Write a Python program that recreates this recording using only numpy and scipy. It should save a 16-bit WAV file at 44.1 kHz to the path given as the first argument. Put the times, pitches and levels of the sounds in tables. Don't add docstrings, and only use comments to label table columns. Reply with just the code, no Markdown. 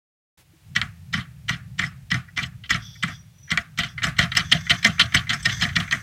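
import sys
import numpy as np
from scipy import signal
from scipy.fft import rfft, irfft
from scipy.io import wavfile
from scipy.ndimage import uniform_filter1d

SR = 44100
rng = np.random.default_rng(int(sys.argv[2]) if len(sys.argv) > 2 else 0)


def gain_from_db(level_db):
    decades = np.asarray(level_db, float) / 20
    return 10 ** decades


def digitize_waveform(pressure):
    field = np.atleast_2d(pressure).T
    bounded = np.clip(field, -1, 1)
    quanta = np.round(bounded * 32767).astype(np.int16)
    wavfile.write(sys.argv[1], SR, quanta)


N = 265482
PEAK_S = 0.0015054

# f/Hz, level/dB, t60/s
DULL_MODES = [(980, -20, .05), (1160, -14, .05), (1330, -10, .05), (1440, -9, .045), (1600, -9, .045),
              (1700, -9, .05), (1842, -4, .06), (2265, -5, .045), (2365, -6, .045), (1945, -1, .058),
              (2050, -1, .058)]
# f/Hz, level/dB, t60/s
BRIGHT_MODES = [(2831, -5.5, 0.0088), (3112, -2.5, 0.013), (3258, -16, 0.04), (3429, -10, 0.016),
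                (3752, -5.5, 0.0064), (4180, -4.5, 0.0061), (4600, -22, 0.02)]
# f/Hz, level/dB, t60/s
TOP_MODES = [(5205, -0.5, 0.012), (5607, -1.5, 0.0069), (6076, -2.5, 0.011), (6620, -12.5, 0.024),
             (7355, -11, 0.018), (7920, -16, 0.021), (8444, -16, 0.019), (10380, -34.5, 0.013),
             (11340, -28.5, 0.022), (12200, -18, 0.0115)]
# f/Hz, density/(dB per Hz)
SHELL_COLOUR = [(180, 1.5), (300, -10.5), (527, -31.5), (715, -9), (940, -24.5), (1140, -3), (1620, -2),
                (1940, -3.5), (2240, -7.5), (3190, -16.5), (5250, -25), (6900, -25.5), (14000, -30)]


def casting():
    _, db, bright_db, top_db, _ = contacts().T
    dull_db = db - 10 * np.log10(4.0 + 10 ** (bright_db / 10))
    dull = struck(DULL_MODES, dull_db, spread_db=2.5, rough_db=14.5, chatter_db=-43, chatter_t60=0.072)
    bright = struck(BRIGHT_MODES, dull_db + bright_db + 5.0,
                    spread_db=1.0, rough_db=14.5, chatter_db=-37.5, chatter_t60=0.12)
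    top = struck(TOP_MODES, dull_db + top_db + 3.5,
                 spread_db=6.0, rough_db=17.5, chatter_db=-38.5, chatter_t60=0.11)
    top = passed(top, [4000, 12000], "bandpass", order=2)

    after = swell(force(db - 25.5 - 0.76 * lightness()), 0.00081, 0.22)
    after = after * gain_from_db(1.6 * walk(60)) * noise(SHELL_COLOUR)
    linger = swell(force(db - 41.5 - lightness()), 0.0013, 0.44)
    linger = linger * passed(noise(SHELL_COLOUR), (1150, 4200), "bandpass", order=2)

    modes = passed(passed(dull + bright, 7300, "low", order=2) + top, 1110, "high")
    return modes + passed(after + linger, 9800, "low", order=2)


def struck(modes, db, spread_db, rough_db, chatter_db, chatter_t60):
    push, times, light = force(db), contacts()[:, 0], lightness()
    chatter = gain_from_db(chatter_db + 5.3 * walk(90)) * swell(push, 0.0012, chatter_t60)
    rattle = gain_from_db(rough_db) * push + chatter
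    t = np.arange(N) / SR
    latest = np.maximum(np.searchsorted(times - 0.004, t) - 1, 0)
    since = t - times[latest] - PEAK_S
    smooth = gain_from_db(-0.67 * light)[latest]
    spread_db = spread_db * (1 + 0.1 * light)
    rough, out = grit(spread_db=2.5), 0
    for hz, mode_db, t60 in modes:
        lag, share = np.clip(rng.standard_normal((len(db), 2)).T, -1.6, 1.6)
        snap = push * np.cos(2 * np.pi * hz * since + 1.26 * lag[latest])
        grind = rattle * smooth * np.roll(rough, int(hz))
        level = gain_from_db(mode_db + spread_db * share)[latest]
        out = out + ring(level * (snap + grind), hz, t60)
    return out


def force(db):
    x, t = np.zeros(N + 2048), np.arange(-1024, 1024) / SR
    for (s, strength_db, *_, build_ms), size in zip(contacts(), gain_from_db(db)):
        rise = 1.32 * max(build_ms, 0.3) / 1000
        fall = 0.28 * rise + 0.00025 * np.clip(-12 - strength_db, 0, 12)
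        shape = np.exp(-np.sqrt(0.26 + (t / np.where(t < 0, rise, fall)) ** 2))
        i = int((s + PEAK_S) * SR)
        x[i:i + 2048] += size * shape / (0.64 * (rise + fall) * SR)
    return x[1024:N + 1024]


# t/s, level/dB, touch lead/ms, touch level/dB, deck thump/dB
SLAM_HITS = [(0.7629, -5.5, 11.8, -22, -20.5), (1.139, -7.5, 12, -23.5, -17),
             (1.4932, -5.5, 11.7, -22.5, -19), (1.7932, -7, 13, -28, -16.5), (2.1162, -5, 13, -20.5, -15),
             (2.376, -8, 13.4, -26, -22), (2.7064, -3, 12.8, -18, -21.5), (3.034, -7.5, 8.3, -17.5, -18.5),
             (3.5169, -5, 12.7, -16.5, -19), (3.7884, -6.5, 13.3, -20.5, -17),
             (4.0402, -4.5, 9.2, -15.5, -20.5), (4.19, 1.9, 6.5, -26, -14), (4.3695, -3.5, 18, -14, -18),
             (4.5217, -2.1, 6.6, -13.5, -13), (4.7048, -0.5, 8.7, -11.5, -14),
             (4.8485, 0.5, 3.1, -12.5, -9.5), (4.9996, -3.5, 4.2, -5, -15.5), (5.1465, 1.8, 4.7, -42, -8.5),
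             (5.304, -7, 11, -13, -23.5), (5.4571, -2.5, 10.5, -24, -13.5),
             (5.6227, -4.5, 11.5, -15.5, -20.5), (5.7645, -5.5, 9.8, -16.5, -16),
             (5.925, -5.5, 14.2, -13, -21)]
# t/s, level/dB, bright modes/dB, deck thump/dB
REBOUND_HITS = [(.814, -10.5, -1.5, -29), (1.1758, -17, -6, -19.5), (1.5288, -19.5, -7, -26),
                (1.834, -16.5, -12, -19.5), (2.1413, -15.5, -3.5, -15), (2.4181, -27, 3, -19),
                (2.743, -15.5, -2.5, -20), (3.0797, -20, -6.5, -28.5), (3.5731, -8, -0.5, -23.5),
                (3.833, -15, 1, -27), (4.0677, -14, -13, -22.5), (4.226, -16, 3, -20.5),
                (4.393, -15, -0.5, -25.5), (4.546, -21.5, -17, -17), (4.72, -22, -22, -40),
                (4.887, -47, -4, -21), (5.037, -33, 5, -20.5), (5.179, -28, 4, -42),
                (5.331, -12.5, -17, -23), (5.494, -16.5, 0, -29.5), (5.6505, -16.5, -11, -20.5),
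                (5.7856, -17, -21, -21.5), (5.9468, -30, -13, -23)]
# t/s, level/dB, bright modes/dB, top modes/dB
BALL_TICKS = [(.774, -24, -25, -37), (1.205, -25.5, 14, -27), (1.8162, -17, -1, -15),
              (1.8609, -26.5, 17, 1), (2.2809, -33.5, -24, -28), (4.2514, -32, 12, -22),
              (2.3881, -13.5, -14, -30), (2.428, -23.5, 4, 1.5), (2.637, -24.5, 10.5, -34),
              (2.9532, -37, -14, -17), (3.476, -32.5, -7, -26), (3.491, -25.5, -4, -26),
              (3.9782, -16.5, -6, -42), (4.02, -15, -7, -48), (4.1656, -23.5, 6, -19),
              (4.3182, -13, 1.5, -30), (4.497, -31, 15, -14), (4.666, -19.5, -7, -34),
              (4.827, -18.5, 1.5, -9), (4.8574, -17, -17, -15), (4.981, -17.5, -18, -37),
              (5.1213, -18, -3, -19), (5.268, -21.5, -10, -33), (5.4273, -31.5, 8, 8),
              (5.5814, -36, 10, -12), (5.602, -23, -14, -15), (5.6892, -18.5, 1, -20), (5.727, -35, 9, -24),
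              (5.801, -14.5, 6, -11), (5.8758, -23, -4, -17)]


def contacts():
    slam, touch = (-0.54, -11.5, 1.81), (7.3, -7.5, 0.81)  # bright/dB, top/dB, build-up/ms
    rebound_top_db, rebound_ms = -15, 1.78
    rows = [(*tick, 0.93) for tick in BALL_TICKS]
    for s, db, lead_ms, touch_db, _ in SLAM_HITS:
        rows.append((s, db, *slam))
        rows.append((s - lead_ms / 1000, touch_db, *touch))
        rows.append((s - lead_ms / 2000, touch_db - 9.5, *touch))
    for s, db, bright_db, _ in REBOUND_HITS:
        build_ms = rebound_ms - 1.3 * max(db + 17, 0)
        rows.append((s, db, bright_db, rebound_top_db, build_ms))
        if db < -11.5:
            for stutter_s in (-0.012, 0.012):
                rows.append((s + stutter_s, db - 8.5, bright_db, rebound_top_db, rebound_ms))
    return np.array(sorted(rows))


def lightness():
    s, db = contacts().T[:2]
    return np.isin(s, np.transpose(BALL_TICKS)[0]) * np.clip(-17 - db, 0, 12)


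# t/s, speed as level/dB, load
SLIDE = [(2.3, -93, 0.18), (2.76, -63, -.3), (2.84, -46.5, -.8), (2.96, -53, -1.45), (3.04, -53, -0.43),
         (3.15, -46, -0.45), (3.21, -69.5, -.4), (3.84, -73, -.1), (3.89, -46.5, -.4), (4.1, -94, 0.74),
         (4.22, -59, .6), (4.39, -40.5, 0.53), (4.66, -39, 0.58), (5.3, -51.5, .8), (5.51, -31, 0.49),
         (5.64, -31, 0.71), (5.75, -50, 0.88), (5.9, -45, 1)]
# level/dB, slope/(dB per unit of load)
SCRAPE_MIX = [
    (-8, -10),
    (-7, 4),
    (-1.4, -6),
    (-9.5, 19.5),
]
# f/Hz, width/Hz, level/dB
SQUEAL_BANDS = [(6030, 190, -6), (5570, 220, 2), (12300, 500, -12)]
UPPER_BANDS = [(6160, 660, 3), (7700, 1300, -8.5), (4800, 3900, -5.5), (12000, 1200, -20),
               (13700, 700, -20)]
MIDDLE_BANDS = [(3430, 320, 2), (3240, 110, -22), (4940, 230, -6.5), (4580, 790, -9)]
LOW_BANDS = [(1790, 250, -4.5), (1510, 300, -17.5), (2140, 67, -8)]
# t/s, level/dB
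CREEP_WHINE = [
    (3.1, -54),
    (3.144, -67),
    (3.16, -54),
    (3.21, -59),
    (3.296, -85),
    (3.322, -86),
    (3.394, -58.5),
    (3.484, -56),
    (3.5, -49),
]


def race():
    t = np.arange(N) / SR
    speed_db, load = curve(SLIDE)
    rub = 0
    for (mix_db, slope_db), bands in zip(SCRAPE_MIX, (SQUEAL_BANDS, UPPER_BANDS, MIDDLE_BANDS, LOW_BANDS)):
        part_db = speed_db + mix_db + slope_db * load
        for hz, width_hz, db in bands:
            rub = rub + gain_from_db(part_db + db + 1.36 * walk(18)) * band(hz, width_hz)
    creeping = (t > CREEP_WHINE[0][0]) & (t < CREEP_WHINE[-1][0])
    tone = np.where(t < 3.31, band(5790, 120), band(5890, 120))
    whine = creeping * gain_from_db(curve(CREEP_WHINE)[0] + 2.0 * walk(60)) * tone
    sliding = (t > SLIDE[0][0]) * ~creeping * gain_from_db(2.0 * walk(110) - 8.5)
    return sliding * rub + creeping * gain_from_db(-6.5) * rub + whine


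# f/Hz, level/dB, t60/s
DECK_MODES = [(84.3, -5.5, 0.28), (124, 7, 0.12), (165.1, 6.5, 0.16), (177, 5.5, 0.1), (210.5, 4, 0.094),
              (267, -10.5, 0.11), (355, -18.5, 0.1)]
# f/Hz, level/dB, t60/s
HOLLOW_MODES = [(461, -6, 0.018), (632, -5.5, 0.067), (686.7, 6.5, 0.079)]
# t/s, level/dB
RUMBLE_LEVEL = [(.37, -69), (.53, -56), (.61, -57), (.68, -45.5), (.84, -37), (.95, -42.5), (1.67, -40.5),
                (2.11, -44.5), (2.59, -44), (2.77, -37.5), (3.25, -46.5), (3.9, -45.5), (4.1, -38.5),
                (4.99, -38.5), (5.42, -37), (5.63, -32), (6.02, -42.5)]
# f/Hz, density/(dB per Hz)
BOARD_COLOUR = [(12, -65), (20, -31), (117, -6), (172, -11.5), (238, -35), (445, -79), (485, -44.5),
                (528, -73), (600, -50), (780, -71), (1320, -120)]
# t/s, f/Hz, level/dB, t60/s
FINGER_TAP = (.533, 325, -47, .1)


def deck():
    times, thump_db, hollow_db = landings()
    push = swell(clicks(times, thump_db - 38), 0.0016, 0.085)
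    thump = sum(ring(push * gain_from_db(db) * rng.standard_normal(N), hz, t60) for hz, db, t60 in DECK_MODES)
    thump = passed(thump, 68, "high", order=4)

    breathe = swell(clicks(times, hollow_db - 28.5), 0.0071, 0.074) * rng.standard_normal(N)
    hollow = sum(gain_from_db(db) * ring(breathe, hz, t60) for hz, db, t60 in HOLLOW_MODES)
    hollow = passed(hollow, [430, 800], "bandpass", order=2)

    sway_db = 2.7 * np.clip(walk(12), -2.5, 1.2)
    rumble = gain_from_db(curve(RUMBLE_LEVEL)[0] - 0.2 + sway_db) * noise(BOARD_COLOUR)

    s, hz, db, t60 = FINGER_TAP
    tap = ring(passed(clicks(np.array([s]), db), 620, "low", order=2), hz, t60)
    return passed(thump + tap, 320, "low") + hollow + rumble


# t/s, level/dB
DOME_PUMPING = [(.7, -2.5), (2.1, -6), (3.5, 8.2), (3.8, 5), (4.2, 9.5), (4.4, 1), (4.85, 6.5), (5.2, -5.5),
                (5.65, 6), (6, -0.5)]


def landings():
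    slam, rebound = np.array(SLAM_HITS), np.array(REBOUND_HITS)
    quick = np.diff(slam[:, 0], prepend=0) < 0.22
    hollow_db = np.r_[slam[:, 4] - 20 + 2.5 * quick, rebound[:, 3] - 16.5]
    times = np.r_[slam[:, 0], rebound[:, 0]] - 0.0026
    thump_db = np.r_[slam[:, 4], rebound[:, 3]]
    return times, thump_db, hollow_db + np.interp(times, *np.transpose(DOME_PUMPING))


# f/Hz, density/(dB per Hz)
HISS_COLOUR = [(35, -8), (60, 4.5), (227, -16.5), (301, -10.5), (398, -17), (785, -15), (1090, -19),
               (2410, -14.5), (3190, -18), (16000, -25)]
# t/s, level/dB
HISS_LEVEL = [(.372, -53.5), (.41, -54), (.44, -63), (.7, -59), (3.4, -61), (6.02, -55)]


def phone_hiss():
    return gain_from_db(curve(HISS_LEVEL)[0]) * noise(HISS_COLOUR)


def curve(table):
    s, *columns = np.transpose(table)
    return [np.interp(np.arange(N) / SR, s, c) for c in columns]


def ring(x, hz, t60):
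    pole = np.exp((2j * np.pi * hz - np.log(1000) / t60) / SR)
    return signal.lfilter([0, pole.imag], [1, -2 * pole.real, abs(pole) ** 2], x)


def swell(clicks, rise_s, t60):
    fall = signal.lfilter([1], [1, -np.exp(-np.log(1000) / t60 / SR)], clicks)
    keep = np.exp(-1 / rise_s / SR)
    return signal.lfilter([1 - keep], [1, -keep], fall)


def noise(spectrum):
    hz, db = np.transpose(spectrum)
    bins = np.fft.rfftfreq(N, 1 / SR) + 1
    gain = gain_from_db(np.interp(np.log(bins), np.log(hz), db))
    x = irfft(rfft(rng.standard_normal(N)) * gain, N)
    return x / x.std()


def band(hz, width_hz):
    t60 = np.log(1000) / np.pi / width_hz
    x = ring(ring(rng.standard_normal(N), hz, t60), hz, t60)
    return x / x.std()


def walk(rate):
    k = int(SR / rate)
    steps = np.repeat(rng.standard_normal(N // k + 1), k)
    return 1.45 * uniform_filter1d(uniform_filter1d(steps, k), k)[:N]


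def clicks(times, db):
    x = np.zeros(N)
    np.add.at(x, (times * SR).astype(int), gain_from_db(db))
    return x


def grit(spread_db):
    grains_db = spread_db * np.minimum(rng.exponential(size=N), 3)
    x = rng.standard_normal(N) * gain_from_db(grains_db)
    return x / x.std()


def passed(x, hz, kind, order=4):
    return signal.sosfilt(signal.butter(order, hz, kind, fs=SR, output="sos"), x)


def scene():
    return (casting() + race() + deck())[None]


def band_limit(x):
    return signal.sosfilt(signal.butter(12, 16640, fs=SR, output="sos"), x)


def record(dry):
    x = passed(dry + phone_hiss(), 52, "high", order=2)
    start_s, fade_s = 0.373, 0.0046
    x = x * np.clip((np.arange(N) / SR - start_s) / fade_s, 0, 1)
    x = 0.85 * np.tanh(x / 0.85)
    x = signal.sosfilt(signal.ellip(10, 0.2, 70, 15850, fs=SR, output="sos"), x)
    return band_limit(x)


dry = scene()
out = record(dry)
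digitize_waveform(out)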